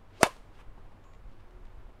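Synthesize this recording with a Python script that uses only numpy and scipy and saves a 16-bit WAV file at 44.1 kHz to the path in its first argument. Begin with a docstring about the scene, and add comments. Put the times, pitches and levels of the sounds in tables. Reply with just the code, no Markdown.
"""A badminton smash in an open field: the cork cracks against the strings, which ring briefly.
The racket whistles through the air, the feathers brush the strings just before the hit, and the bang
scatters over the ground. The player then steps and shuffles on dry earth, with rustling clothes and
small ticks. Behind it all are distant country air, a faint hum and light wind on the microphone."""
import sys
import numpy as np
from scipy.fft import rfft, irfft
from scipy.io import wavfile
from scipy.ndimage import uniform_filter1d

SR = 44100
rng = np.random.default_rng(int(sys.argv[2]) if len(sys.argv) > 2 else 0)


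def int16_out(signal):
    """Quantize to a 16-bit WAV file."""
    q = np.round(np.clip(np.atleast_2d(signal).T, -1, 1) * 32767)
    wavfile.write(sys.argv[1], SR, q.astype(np.int16))


N = 88200
HIT_S = .2319  # when the cork meets the strings


def cork_crack(level_db=15):
    """The cork hits the strings and sends out one sharp pulse of pressure."""
    # tone of the crack (frequency [Hz], relative level [dB])
    crack_tone = [(40, -28), (150, -9.5), (320, -1), (650, -1), (950, -6), (1350, -2), (2100, -8.5),
                  (3200, -15), (5000, -22), (9000, -27), (15000, -45)]
    # build a pulse with this tone whose energy comes as early as possible
    cepstrum = irfft(np.log(gains(crack_tone)), N)
    cepstrum[1:N // 2] *= 2
    cepstrum[N // 2 + 1:] = 0
    pulse = irfft(np.exp(rfft(cepstrum)), N)
    delayed = np.r_[np.zeros(int(HIT_S * SR)), pulse][:N]
    return -undb(level_db) * delayed / np.linalg.norm(pulse)


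def racket_ring():
    """The hit sets the strings and frame vibrating for a moment."""
    # notes of the strings and frame (frequency [Hz], level [dB], time to fade by 60 dB [s])
    racket_notes = [(365, -27, .04), (640, -15, .04), (866, -28, 0.053), (1013, -25.5, .14),
                    (1135, -27, .04), (1285, -29, .1), (1648, -29, .11), (2135, -30, .07),
                    (2257, -27, 0.091), (2650, -26, .06), (3073, -29, .05), (3620, -29, .06),
                    (4310, -34, .05), (6710, -37, .05)]
    return ring(HIT_S, racket_notes)


def feather_skid(length_s=.0018, peak_db=-14, rise_db=8):
    """The shuttle skids on the strings, growing louder right up to the hit."""
    # tone of the skid (frequency [Hz], relative level [dB])
    skid_tone = [(200, -7), (1000, -3.5), (2500, -2), (4000, -2), (6500, -3), (10000, -4), (12500, -15),
                 (16000, -28)]
    remaining = np.clip((HIT_S - clock()) / length_s, 0, 1)
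    touching = (remaining > 0) * (remaining < 1)
    return touching * undb(peak_db - rise_db * remaining) * noise(skid_tone)


def echoes():
    """The bang scatters off nearby things and the ground; a thin echo lingers across the field."""
    # tones of the near and far echoes (frequency [Hz], relative level [dB])
    near_tone = [(60, -19.5), (200, -9), (450, -1), (1100, 3.5), (1800, -7.5), (3000, -6.5), (6000, -16.5),
                 (10000, -19), (13000, -27), (16000, -35)]
    far_tone = [(100, -12), (500, -3), (1100, 0), (2600, -3), (5000, -9), (9000, -13), (15000, -27)]
    nearby = undb(-16.5) * fade(HIT_S, fade_s=.024)
    ground = undb(-26.5) * fade(HIT_S, fade_s=.15)
    far = undb(-45.5) * fade(HIT_S, fade_s=.45)
    return (nearby + ground) * noise(near_tone) + far * noise(far_tone)


def racket_swing(width_hz=90, hiss_db=-12):
    """Air swirls off the frame and shaft, whistling higher with speed, and hisses through the strings."""
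    # course of the swing (time [s], pitch of the shaft [Hz], level [dB])
    swing_path = [(.17, 280, -74), (.195, 340.1, -58), (.205, 479.8, -47), (.213, 619.5, -34.5),
                  (.228, 689.4, -33), (.245, 970.7, -31), (.257, 819.5, -34), (.268, 620, -29.5),
                  (.281, 520, -48), (.32, 400, -87)]
    # racket parts that whistle (pitch [times the shaft's], relative level [dB])
    parts = [(.62, -12), (1, -0.5), (1.95, -13)]
    # tone of the hiss (frequency [Hz], relative level [dB])
    hiss_tone = [(200, -9.5), (1000, -4.5), (2500, 0.5), (6000, -3.5), (9000, -5.5), (12000, -17.5),
                 (16000, -28.5)]
    # thin whistle of the follow-through (peak time [s], rise [s], fall [s], level [dB])
    follow_swell = [(.288, .02, 0.015, -43.5)]
    t = clock()
    times, hz, db = np.array(swing_path).T
    pitch = np.interp(t, times, hz)
    loudness = undb(np.interp(t, times, db)) * (t > times[0]) * (t < times[-1])
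    tones = sum(undb(level) * wavering_tone(pitch * ratio, width_hz * ratio) for ratio, level in parts)
    hiss = undb(hiss_db) * noise(hiss_tone)
    follow_through = swells(follow_swell) * wavering_tone(hz=1043, width_hz=64)
    return loudness * (tones + hiss) + follow_through


def footsteps():
    """Shoes land softly and scuff the dry earth."""
    # steps and scuffs (peak time [s], rise [s], fall [s], level [dB])
    steps = [(.364, .002, .008, -56), (.69, .006, .008, -60), (.779, 0.0016, .012, -50),
             (.858, 0.0069, .014, -60), (.919, .001, .009, -52), (1.893, .001, 0.0057, -53)]
    scuffs = [(.607, .035, .016, -54.5)]
    # their tones (frequency [Hz], relative level [dB])
    step_tone = [(40, 5), (100, 8), (220, -6), (480, -6), (630, 2), (740, -5), (860, 2), (1100, -10),
                 (1500, -16), (4000, -31), (15000, -48)]
    scuff_tone = [(100, -12), (400, 6), (1200, 2), (2800, -4), (5000, -17.5), (9000, -21.5), (15000, -32)]
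    return swells(steps) * noise(step_tone) + swells(scuffs) * noise(scuff_tone)


def clothes():
    """Cloth rustles as the player moves."""
    # rustles (peak time [s], rise [s], fall [s], level [dB])
    rustles = [(.185, 0.042, 0.018, -60), (.55, .012, .03, -67.5), (1.32, 0.041, 0.032, -72.5),
               (1.405, .015, .012, -67.5)]
    # their tone (frequency [Hz], relative level [dB])
    rustle_tone = [(200, -8), (1200, -3), (2800, 0), (5000, -9), (9000, -22), (15000, -32)]
    return swells(rustles) * noise(rustle_tone)


def small_ticks():
    """Small things make tiny clicks, among them a shuttle dropping onto a frame."""
    # clicks (peak time [s], rise [s], fall [s], level [dB])
    ticks = [(.365, .001, 0.0034, -53), (1.041, .002, 0.0037, -61), (1.136, 0.00092, .002, -57.5),
             (1.15, 0.0011, .002, -59.5), (1.509, 0.00096, 0.0026, -63), (1.654, .001, .003, -62),
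             (1.67, 0.00097, .002, -63)]
    # their tone (frequency [Hz], relative level [dB])
    tick_tone = [(200, -3), (1100, 4.5), (2500, 4), (4500, -5), (7000, -8.5), (10000, -21), (15000, -28)]
    return swells(ticks) * noise(tick_tone)


def string_ping(start_s=1.03, stop_s=1.2, ramp_s=.024):
    """A light touch sets the strings singing until they are damped again."""
    # notes of the undamped strings (frequency [Hz], level [dB], time to fade by 60 dB [s])
    ping_notes = [(1087, -60, .6), (6600, -79, .8), (6750, -79, .7), (7340, -77, .8)]
    ramp = np.clip(np.minimum(clock() - start_s, stop_s - clock()) / ramp_s, 0, 1)
    return ring(start_s, ping_notes) * ramp


def country_air(level_db=-60, flicker_db=.38):
    """Distant air makes a soft rush whose level flickers slightly."""
    # tone of the air (frequency [Hz], relative level [dB])
    air_tone = [(50, -4), (130, 0), (300, -2.5), (600, -5), (1100, -7), (1700, -14), (2800, -20),
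                (4000, -26), (5500, -32), (8000, -35.5), (15000, -40.5)]
    return undb(level_db + flicker_db * wander(rate_hz=9)) * noise(air_tone)


def wind():
    """Light gusts rumble on the microphone."""
    # strength of the wind (time [s], level [dB])
    gusts = [(0, -52.5), (.55, -54.5), (.7, -43.5), (.8, -47), (1.0, -52), (1.27, -43), (1.48, -51.5),
             (1.64, -43.5), (1.72, -51), (1.79, -41.5), (1.9, -51)]
    # tone of the rumble (frequency [Hz], relative level [dB])
    wind_tone = [(8, -1), (25, -0.5), (40, -4), (65, -17.5), (110, -23), (300, -46), (1000, -77)]
    times, db = np.array(gusts).T
    return undb(np.interp(clock(), times, db)) * noise(wind_tone)


def hum_and_drone():
    """A faint low hum wavers while a far drone comes and goes."""
    # swell of the drone (peak time [s], rise [s], fall [s], level [dB])
    drone_swell = [(1.6, .2, .3, -65)]
    hum = undb(-63) * wavering_tone(hz=97.9, width_hz=7.8)
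    return hum + swells(drone_swell) * wavering_tone(hz=362, width_hz=5.4)


def undb(db):
    """Turn decibels into a number to multiply by."""
    return 10 ** (np.asarray(db) / 20)


def clock():
    """Time of every sample in seconds."""
    return np.arange(N) / SR


def gains(tone):
    """Strength of every frequency, filled in between the points of a tone table."""
    hz, db = np.array(tone, float).T
    frequencies = np.arange(N // 2 + 1) * SR / N
    return undb(np.interp(np.log(frequencies + 1e-9), np.log(hz), db))


def noise(tone):
    """Noise with the given tone and a typical size of 1."""
    shaped = irfft(rfft(rng.standard_normal(N)) * gains(tone), N)
    return shaped / shaped.std()


def wander(rate_hz):
    """A smooth random drift with a typical size of 1."""
    hold = int(SR / rate_hz)
    stairs = np.repeat(rng.standard_normal(N // hold + 2), hold)
    drift = uniform_filter1d(stairs, hold)[:N]
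    return drift / drift.std()


def fade(start_s, fade_s):
    """A loudness curve that starts suddenly, then drops 60 dB every fade_s."""
    age = clock() - start_s
    return (age >= 0) * np.exp(-np.log(1000) * np.maximum(age, 0) / fade_s)


def ring(start_s, notes):
    """Pure notes that start together and die away."""
    age = clock() - start_s
    return sum(undb(db) * fade(start_s, fade_s) * np.sin(2 * np.pi * hz * age)
               for hz, db, fade_s in notes)


def swells(rows):
    """A loudness curve of events that rise to a peak and fall away."""
    t = clock()
    return sum(undb(db) * np.exp(-np.maximum((at - t) / rise, (t - at) / fall))
               for at, rise, fall, db in rows)


def wavering_tone(hz, width_hz, roughness=.55):
    """A tone that wobbles in strength and pitch, faster for a larger width_hz."""
    wobble = 1 + roughness * (wander(2 * width_hz) + 1j * wander(2 * width_hz))
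    phase = 2 * np.pi * np.cumsum(hz * np.ones(N)) / SR
    tone = np.real(wobble * np.exp(1j * phase))
    return tone / tone.std()


def scene():
    """The smash, the player and the field at one microphone."""
    smash = racket_swing() + feather_skid() + cork_crack() + racket_ring() + echoes()
    player = footsteps() + clothes() + small_ticks() + string_ping()
    field = country_air() + wind() + hum_and_drone()
    return (smash + player + field)[None]


def record(dry, top_hz=16700, slope_hz=1800):
    """Round off the loudest peak and cut the highest treble."""
    rounded = dry / (1 + dry ** 4) ** (1 / 4)
    frequencies = np.arange(N // 2 + 1) * SR / N
    passed = np.clip((top_hz - frequencies) / slope_hz, 0, 1)
    return irfft(rfft(rounded) * np.sin(np.pi / 2 * passed) ** 2, N)


dry = scene()
out = record(dry)
int16_out(out)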